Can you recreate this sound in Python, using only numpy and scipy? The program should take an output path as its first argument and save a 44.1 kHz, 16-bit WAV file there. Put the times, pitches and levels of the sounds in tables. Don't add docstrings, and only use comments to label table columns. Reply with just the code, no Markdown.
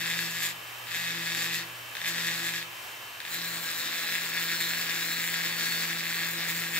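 import sys
import numpy as np
from scipy import signal
from scipy.fft import rfft, irfft, next_fast_len
from scipy.io import wavfile
from scipy.ndimage import uniform_filter1d, map_coordinates

SR = 44100
rng = np.random.default_rng(int(sys.argv[2]) if len(sys.argv) > 2 else 0)


def materialize(psi):
    bounded = np.clip(np.atleast_2d(psi).T, -1, 1)
    quanta = np.round(bounded * 32767).astype(np.int16)
    wavfile.write(sys.argv[1], SR, quanta)


def invert_db(x):
    u = np.asarray(x, float) / 20
    return 10 ** u


N = 299439

# start_s, turns_per_s
SHAFT_SPEED = [(0, 168.5), (.3, 168.0), (.5, 169.0), (.75, 170.4), (1.0, 169.8), (1.35, 168.0),
               (1.55, 168.4), (1.75, 169.9), (2.0, 170.1), (2.3, 168.2), (2.55, 168.4), (2.8, 170.0),
               (3.3, 170.1), (3.7, 167.2), (3.95, 169.0), (4.3, 168.2), (6.79, 168.2)]
# start_s, end_s
LIFTS = [
    (.535, 0.86),
    (1.645, 1.974),
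    (2.635, 3.245),
]
# start_s, knock_db, hiss_db, once_a_turn_shake_db, twice_a_turn_shake_db
HOLDS = [
    (0, -30, -42.5, -47, -52),
    (.29, -35.5, -42.5, -48.5, -60.5),
    (.7, -31, -44.5, -48.5, -67),
    (1.12, -33, -44.5, -47.5, -50),
    (1.8, -32.5, -43, -47, -53),
    (3.0, -41.5, -43, -49, -57),
    (3.64, -38.5, -40, -57.5, -62),
    (4.1, -37.5, -39, -49, -58),
    (4.95, -35, -38.5, -47.5, -57.5),
    (5.9, -34.5, -40, -46.5, -55),
]
# start_s, length_s, knock_gain_db, hiss_gain_db
DIGS = [(.1, 0.043, 0.5, 4), (.21, 0.078, -2, 3.5), (.45, 0.16, 5, 7), (.98, 0.16, -0.5, 3.5),
        (1.39, 0.11, 2, 3.5), (1.45, 0.076, 2, 5.5), (1.55, 0.051, 0, 5), (2.09, 0.04, 2.5, 8),
        (2.29, .06, 8, 6), (2.46, 0.058, 1, 4.5), (3.33, .08, 5, 4.5), (3.5, 0.099, 3.5, 3.5),
        (3.66, 0.045, -1.5, 1.5), (3.85, 0.061, 3.5, 1.5), (4.16, 0.16, 4, 0), (4.36, 0.13, 7, -0.5),
        (4.51, 0.047, 8.5, 2.5), (4.61, 0.028, 6, 5.5), (4.69, .1, 4, 2), (4.91, .09, 8, 1.5),
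        (5.23, 0.18, 4, 2.5), (5.49, 0.15, 3.5, 1.5), (5.84, 0.028, 7, 2.5), (5.91, 0.043, 4.5, 1),
        (6.11, 0.033, 4, -0.5), (6.2, 0.12, 2, 1), (6.33, 0.087, 1.5, 2.5), (6.5, 0.038, 1, 4),
        (6.58, 0.066, 0.5, 5.5), (6.76, 0.049, 7, 3.5)]
# start_s, peak_db
TOUCHDOWNS = [(1.9522, -21.5), (1.9686, -20.5), (1.9817, -31), (1.9935, -35), (2.004, -32), (2.0158, -21),
              (2.028, -26), (2.0457, -26), (2.0573, -18), (3.203, -22.5), (3.2162, -29), (3.2513, -24),
              (3.264, -28), (3.275, -25), (3.28, -26), (3.2935, -33)]
# pitch_hz, width_hz, level_db
PORT_FIRST = [(1657, 166, 4.5), (1920, 980, -2), (2573, 140, 0), (3565, 380, -5.5)]
PORT_SECOND = [(1688, 230, -1), (2155, 710, -3), (2608, 340, -4.5), (3530, 206, -9)]
# pitch_hz, level_db (per Hz)
RASP = [(60, -52), (120, -16), (200, -21), (221, -8.5), (329, -8), (385, -13.5), (904, -19), (1430, -3),
        (1870, -7.5), (2860, -8), (4260, -2.5), (6000, -6), (7800, -43), (13200, -120)]
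# pitch_hz, width_hz, level_db (over the rasp)
FINS_FIRST = [(1937, 16, 20), (2692, 30, 12), (3610, 150, 2), (4383, 14, 9), (4720, 110, 0)]
FINS_SECOND = [(1640, 22, 12), (2468, 30, 6), (2690, 25, 4), (3433, 90, -2), (3600, 25, 6), (3710, 25, 4),
               (3842, 16, 8), (4312, 16, 1)]
# pitch_hz, level_db (per Hz)
HISS_FIRST = [(1000, -55), (3240, -5), (5500, -4.5), (5820, -8), (7320, -2), (9600, -11.5), (13100, -2),
              (15700, -12.5)]
HISS_SECOND = [(1000, -50), (3240, -21), (5500, -17), (6190, -7), (7220, -3.5), (7750, -4), (8870, -9),
               (10000, -7), (10400, -9.5), (11600, -7), (13800, 0), (15700, -7)]
# pitch_hz, width_hz, level_db
WALLS_FIRST = [(7080, 60, 2), (7350, 100, 5), (8060, 80, 2), (11850, 140, 4), (13550, 100, 3),
               (15130, 60, 6)]
WALLS_SECOND = [(7050, 70, 4), (7350, 80, 10), (8075, 60, 2), (8580, 50, 10), (9050, 80, 8),
                (10490, 40, 10), (12320, 50, 4), (13360, 40, 8), (14090, 120, 4), (14357, 35, 8),
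                (15140, 90, 13), (15353, 40, 6), (15680, 60, 3)]
# pitch_hz, width_hz, level_db (of the cancelling wave)
NULLS = [(5900, 250, -6), (6350, 150, -6), (8440, 120, -3), (9160, 150, -3), (9900, 500, -6),
         (10350, 150, -4), (14780, 350, -4)]
# pitch_hz, left_right_likeness (0 to 1)
DIRECT = [(150, 0.99), (500, 0.84), (1000, 0.34), (1800, 0.99), (2800, 0.63), (6000, 0.66), (15000, 0.67)]
# pitch_hz, level_db
LEAN = [(60, 9), (150, -1), (380, 0.5), (950, 10), (2380, 0.5), (5980, 2.5), (15000, 3)]
# pitch_hz, t60_s
SHOP_DECAY = [(200, 0.95), (2000, 0.25), (12000, 0.058)]
# start_s, level_db
HUM = [(0, -56), (1.55, -56.5), (2.55, -60), (2.8, -63.5), (4.2, -64.5), (6.79, -69)]
# pitch_hz, level_db (per Hz)
BOARDS = [(120, -49), (230, -1), (330, -9), (450, 5.5), (800, -13), (1300, -30), (3000, -80)]
# pitch_hz, level_db (per Hz)
MOTOR_RUSH = [(30, -28), (65, -16), (105, -11), (165, -23), (250, -17), (500, -11), (1150, -4), (1450, -9),
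              (2200, -8), (3200, -11), (5500, -16), (8100, -17), (8500, -22), (10500, -21), (13500, -18),
              (15800, -17)]
# pitch_hz, width_hz, level_db (over the rush)
HOUSING = [(1660, 290, -4), (2600, 500, -3), (12000, 1050, -2.5)]
# pitch_hz, left_right_likeness (0 to 1)
FAR = [(150, 0.84), (500, 0.67), (1000, 0.054), (2000, 0.33), (15000, 0.56)]
# multiple_of_shaft_speed, level_db
SHAFT_TONES = [(10, -60), (14, -63), (16, -55.5), (18, -53), (22, -66), (32, -67), (33, -70), (48, -63),
               (76, -71)]
SINGING_HZ = [4011, 4151, 4386, 4506]
# start_s, length_s, swell_db
SINGING_SWELLS = [
    [(3.4, 0.27, 15), (3.75, .25, 11), (4.05, 0.24, 14.5), (4.48, .16, 11), (4.67, .14, 12),
     (5.12, .25, 10.5), (6.25, .5, 7)],
    [(3.55, 0.5, 5), (3.92, 0.18, 5), (4.15, .2, 5), (4.65, 0.27, 17), (5.13, .14, 16), (5.4, .2, 8),
     (5.67, .08, 6), (6.05, .3, 7)],
    [(3.45, 0.43, 8), (4.36, 0.078, 12), (4.56, .18, 13), (4.76, 0.11, 13), (5.13, .12, 13), (5.7, .35, 18),
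     (6.18, .18, 14), (6.55, .2, 11)],
    [(4.35, .15, 3), (4.57, .15, 7), (5.35, 0.26, 8), (5.72, .35, 11), (6.12, 0.26, 6.5), (6.55, .3, -2)],
]

MOVE_S = 3.0
SHIFT_S = 0.059
LIFT_DB, EASE_OFF_S, EASE_ON_S = 11, 0.06, 0.1
RING_OVER_HISS_DB = (2.5, 0)
RING_DIG_SHARE = 0.25
SHAKE_LIFT_DB, SHAKE_LAG_S, SHAKE_LEAD_S = 34, 0.18, 0.047
SHAKE_OFF_S, SHAKE_ON_S = 0.34, 0.23
BEAT_S, BEAT_PEAK_S, BEAT_DEPTH = 0.1575, 0.076, 0.38
MOTOR_DB = -42
LOAD_DB = 7.5
SING_REST_DB = -60.5
MIC_HZ = 50
TOP_HZ = 15710

SECONDS = np.arange(N) / SR
AT_SECOND_SPOT = np.arange(N) > MOVE_S * SR
SIDES = np.array([[0.5], [-0.5]])


def unit(x):
    return x / np.sqrt(np.mean(x ** 2) + 1e-20)


def along(points, hz):
    f, v = np.transpose(points)
    return np.interp(np.log(hz + 1), np.log(f + 1), v)


def automation(rows):
    s, value = np.transpose(rows)
    return np.interp(SECONDS, s, value)


def wobble(rate):
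    knots = rng.standard_normal(int(N * rate / SR) + 4)
    return map_coordinates(knots, [np.arange(N) * rate / SR])


def filtered(x, response):
    m = next_fast_len(N + SR // 2)
    hz = np.fft.rfftfreq(m, 1 / SR)
    return irfft(rfft(x, m) * response(hz), m)[..., :N]


def modes(table, flip=-1):
    def response(f):
        total = 0
        for k, (center, width, db) in enumerate(table):
            loss = 1j * f * width
            total = total + flip ** k * invert_db(db) * loss / (center * center - f * f + loss)
        return total
    return response


def body(broad, table):
    return lambda f: invert_db(along(broad, f)) * (1 + modes(table, flip=1)(f))


def by_spot(drive, first, second):
    return np.where(AT_SECOND_SPOT, unit(filtered(drive, second)), unit(filtered(drive, first)))


def swells(rows):
    total = 0
    for s, long, *db in rows:
        quarter_turns = np.clip((SECONDS - s) / long / 2, -0.5, 0.5)
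        total = total + np.outer(db, np.cos(np.pi * quarter_turns) ** 2)
    return total


def held():
    rows = np.array(HOLDS)
    steps = rows[np.searchsorted(rows[1:, 0], SECONDS), 1:].T
    return uniform_filter1d(steps, size=int(SHIFT_S * SR), axis=1)


def lifted(off_s, on_s, lag_s=0, lead_s=0):
    total = 0
    for start, end in LIFTS:
        leaving = (SECONDS - start - lag_s) / off_s + 1
        returning = (end - lead_s - SECONDS) / on_s + 1
        total = total + np.clip(np.minimum(leaving, returning), 0, 1)
    return total


def contact():
    off = sum((SECONDS > start) & (SECONDS < end) for start, end in LIFTS)
    return 1 - 0.9 * uniform_filter1d(off.astype(float), size=900)


def bite():
    knock_db, hiss_db = held()[:2] - LIFT_DB * lifted(EASE_OFF_S, EASE_ON_S)
    knock_dig, hiss_dig = swells(DIGS)
    over_db = np.where(AT_SECOND_SPOT, RING_OVER_HISS_DB[1], RING_OVER_HISS_DB[0])
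    ring_db = hiss_db + over_db + RING_DIG_SHARE * knock_dig
    return knock_db + knock_dig, ring_db, hiss_db + hiss_dig


def knocks(turns, jitter_s, scatter_db):
    at = np.flatnonzero(np.diff(np.floor(turns)))
    luck = rng.standard_normal((len(at), 2))
    late = np.round(luck[:, 0] * jitter_s * SR).astype(int)
    return np.bincount(np.clip(at + late, 0, N - 1), invert_db(scatter_db * luck[:, 1]), N)


def scrape(turns, depth_db, grit_db, channels=1):
    noise = rng.standard_normal((channels, N)).squeeze()
    return unit(noise * invert_db(-depth_db * (turns % 1) + grit_db * wobble(300)))


def cavity(table):
    return lambda f: modes(table)(f) * (1j * f / (1300 + 1j * f)) ** 2


def port(turns, blows, pressure):
    chips = scrape(turns, depth_db=8, grit_db=2.5)
    return by_spot(pressure * (blows + 0.24 * chips), cavity(PORT_FIRST), cavity(PORT_SECOND))


def fins(turns, blows, pressure, ring_db):
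    rub = 0.3 * blows + scrape(turns, depth_db=7, grit_db=2.5)
    drive = pressure * invert_db(ring_db + 42) * rub
    return by_spot(drive, body(RASP, FINS_FIRST), body(RASP, FINS_SECOND))


def hiss(turns, blows, pressure):
    own = scrape(turns, depth_db=5, grit_db=2.2, channels=2)
    shared = 0.3 * blows + 1.05 * scrape(turns, depth_db=7, grit_db=2.2)
    drive = pressure * (own + np.array([np.roll(shared, -1), shared]))
    walls = body(HISS_SECOND, WALLS_SECOND)
    second = lambda f: walls(f) * (1 - modes(NULLS, flip=1)(f))
    return by_spot(drive, body(HISS_FIRST, WALLS_FIRST), second) * invert_db([[0.4], [-0.4]])


def touchdowns():
    taps = np.zeros(N)
    for s, db in TOUCHDOWNS:
        taps[round(s * SR)] = invert_db(db + 29)
    return filtered(taps, cavity(PORT_FIRST))


def echoes(x):
    step = SR // 4
    out = np.zeros((2, N + 2 * SR))
    padded = np.pad(x, (step, 2 * step))
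    window = np.sin(np.pi * np.arange(2 * step) / (2 * step))
    for start in range(-step, N, step):
        hz, t, z = signal.stft(rng.standard_normal((2, SR // 4)), SR, nperseg=256)
        fade = invert_db(-60 * t / along(SHOP_DECAY, hz)[:, None])
        fade = fade / np.linalg.norm(fade, axis=1, keepdims=True)
        tail = signal.istft(z * fade, SR, nperseg=256)[1]
        piece = padded[start + step:][:2 * step]
        wet = signal.fftconvolve((piece * window)[None], tail / np.linalg.norm(tail[0]), axes=1)
        out[:, start + step + 130:][:, :wet.shape[1]] += wet
    return out[:, step:step + N]


def shop(x, lead_s):
    share = lambda f: np.clip(along(DIRECT, f), 0, 1)
    direct = filtered(x, lambda f: np.sqrt(share(f)) * np.exp(2j * np.pi * f * lead_s * SIDES))
    both = direct + filtered(echoes(x), lambda f: np.sqrt(1 - share(f)))
    return filtered(both, lambda f: invert_db(along(LEAN, f) * SIDES))


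def burr(turns):
    knock_db, ring_db, hiss_db = bite()
    tremor = wobble(30)
    press = lambda shared_db, own_db: invert_db(shared_db * tremor + own_db * wobble(16))
    blows = unit(knocks(turns, jitter_s=0.000065, scatter_db=2.8))
    knocking = invert_db(knock_db - 1.5) * port(turns, blows, press(1.4, 1))
    ringing = invert_db(-38.0) * fins(turns, blows, press(1.3, 1.1), ring_db)
    near = contact() * (knocking + ringing) + touchdowns()
    hissing = invert_db(hiss_db + 2.5) * hiss(turns, blows, press(0.78, 0.99))
    return shop(near, lead_s=0.00006) + contact() * hissing


def bench(turns):
    settle_db = SHAKE_LIFT_DB * lifted(SHAKE_OFF_S, SHAKE_ON_S, SHAKE_LAG_S, SHAKE_LEAD_S) ** 2
    once_db, twice_db = held()[2:]
    once_db = once_db - settle_db
    twice_db = twice_db - 0.55 * settle_db
    throb = 1 + BEAT_DEPTH * np.cos(2 * np.pi * (SECONDS - BEAT_PEAK_S) / BEAT_S)
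    once = invert_db(once_db + 2.5 + 1.4 * wobble(7)) * np.sin(2 * np.pi * turns + 0.13 * wobble(60))
    twice = invert_db(twice_db + 1.0 + 2.9 * wobble(14)) * throb * np.sin(4 * np.pi * turns + 0.5 * wobble(25))
    thrice = invert_db(twice_db - 9 + 3 * wobble(7)) * np.sin(6 * np.pi * turns + 0.4 * wobble(25))
    boards = filtered(rng.standard_normal(N), lambda f: invert_db(along(BOARDS, f)))
    rattle = invert_db(once_db - 13) * unit(boards)
    hum = invert_db(automation(HUM) + 2 + 1.5 * wobble(5)) * np.sin(2 * np.pi * 120 * SECONDS)
    return (once + twice + thrice + rattle + hum) * invert_db([[1.1], [-1.1]])


def motor(turns):
    pair = rng.standard_normal((2, N)) * invert_db(0.7 * wobble(9))
    spread = lambda hz: np.arccos(np.clip(along(FAR, hz), -1, 1)) / 2
    case = body(MOTOR_RUSH, HOUSING)
    mid, side = filtered(pair, lambda hz: case(hz) * np.array([np.cos(spread(hz)), np.sin(spread(hz))]))
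    rush = invert_db(MOTOR_DB + 0.8) * unit(np.array([mid + side, mid - side]))
    load_db = LOAD_DB * (lifted(0.12, 0.16, 0.03) - 1)
    whine = np.zeros((2, N))
    for k, db in SHAFT_TONES:
        for ear in range(2):
            level = invert_db(db + load_db + 4 + 0.9 * wobble(5))
            whine[ear] += level * np.sin(2 * np.pi * k * turns + 0.3 * wobble(6))
    return rush + whine


def singing():
    out = np.zeros((2, N))
    for hz, rows in zip(SINGING_HZ, SINGING_SWELLS):
        db = SING_REST_DB + swells(rows)[0] - LIFT_DB * lifted(EASE_OFF_S, EASE_ON_S)
        phase = 2 * np.pi * hz * SECONDS + 0.7 * wobble(12)
        apart = SIDES * (1.1 + 0.35 * wobble(3.1))
        out += invert_db(db + 6 + 1.3 * wobble(25)) * np.sin(phase + apart)
    return out * (SECONDS > MOVE_S)


def scene():
    turns = np.cumsum(automation(SHAFT_SPEED)) / SR
    return burr(turns) + bench(turns) + motor(turns) + singing()


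def low_pass(x):
    return signal.sosfilt(signal.butter(12, 16140, fs=SR, output="sos"), x)


def record(dry):
    rumble = filtered(rng.standard_normal(dry.shape), lambda f: invert_db(-49) / (1 + (f / 90) ** 4))
    edge = lambda f: invert_db(-0.3 * np.clip(f - TOP_HZ, 0, 250))
    bass = lambda f: (1j * f / (MIC_HZ + 1j * f)) ** 2
    mix = filtered(dry + rumble, lambda f: edge(f) * bass(f))
    return low_pass(mix)


dry = scene()
out = record(dry)
materialize(out)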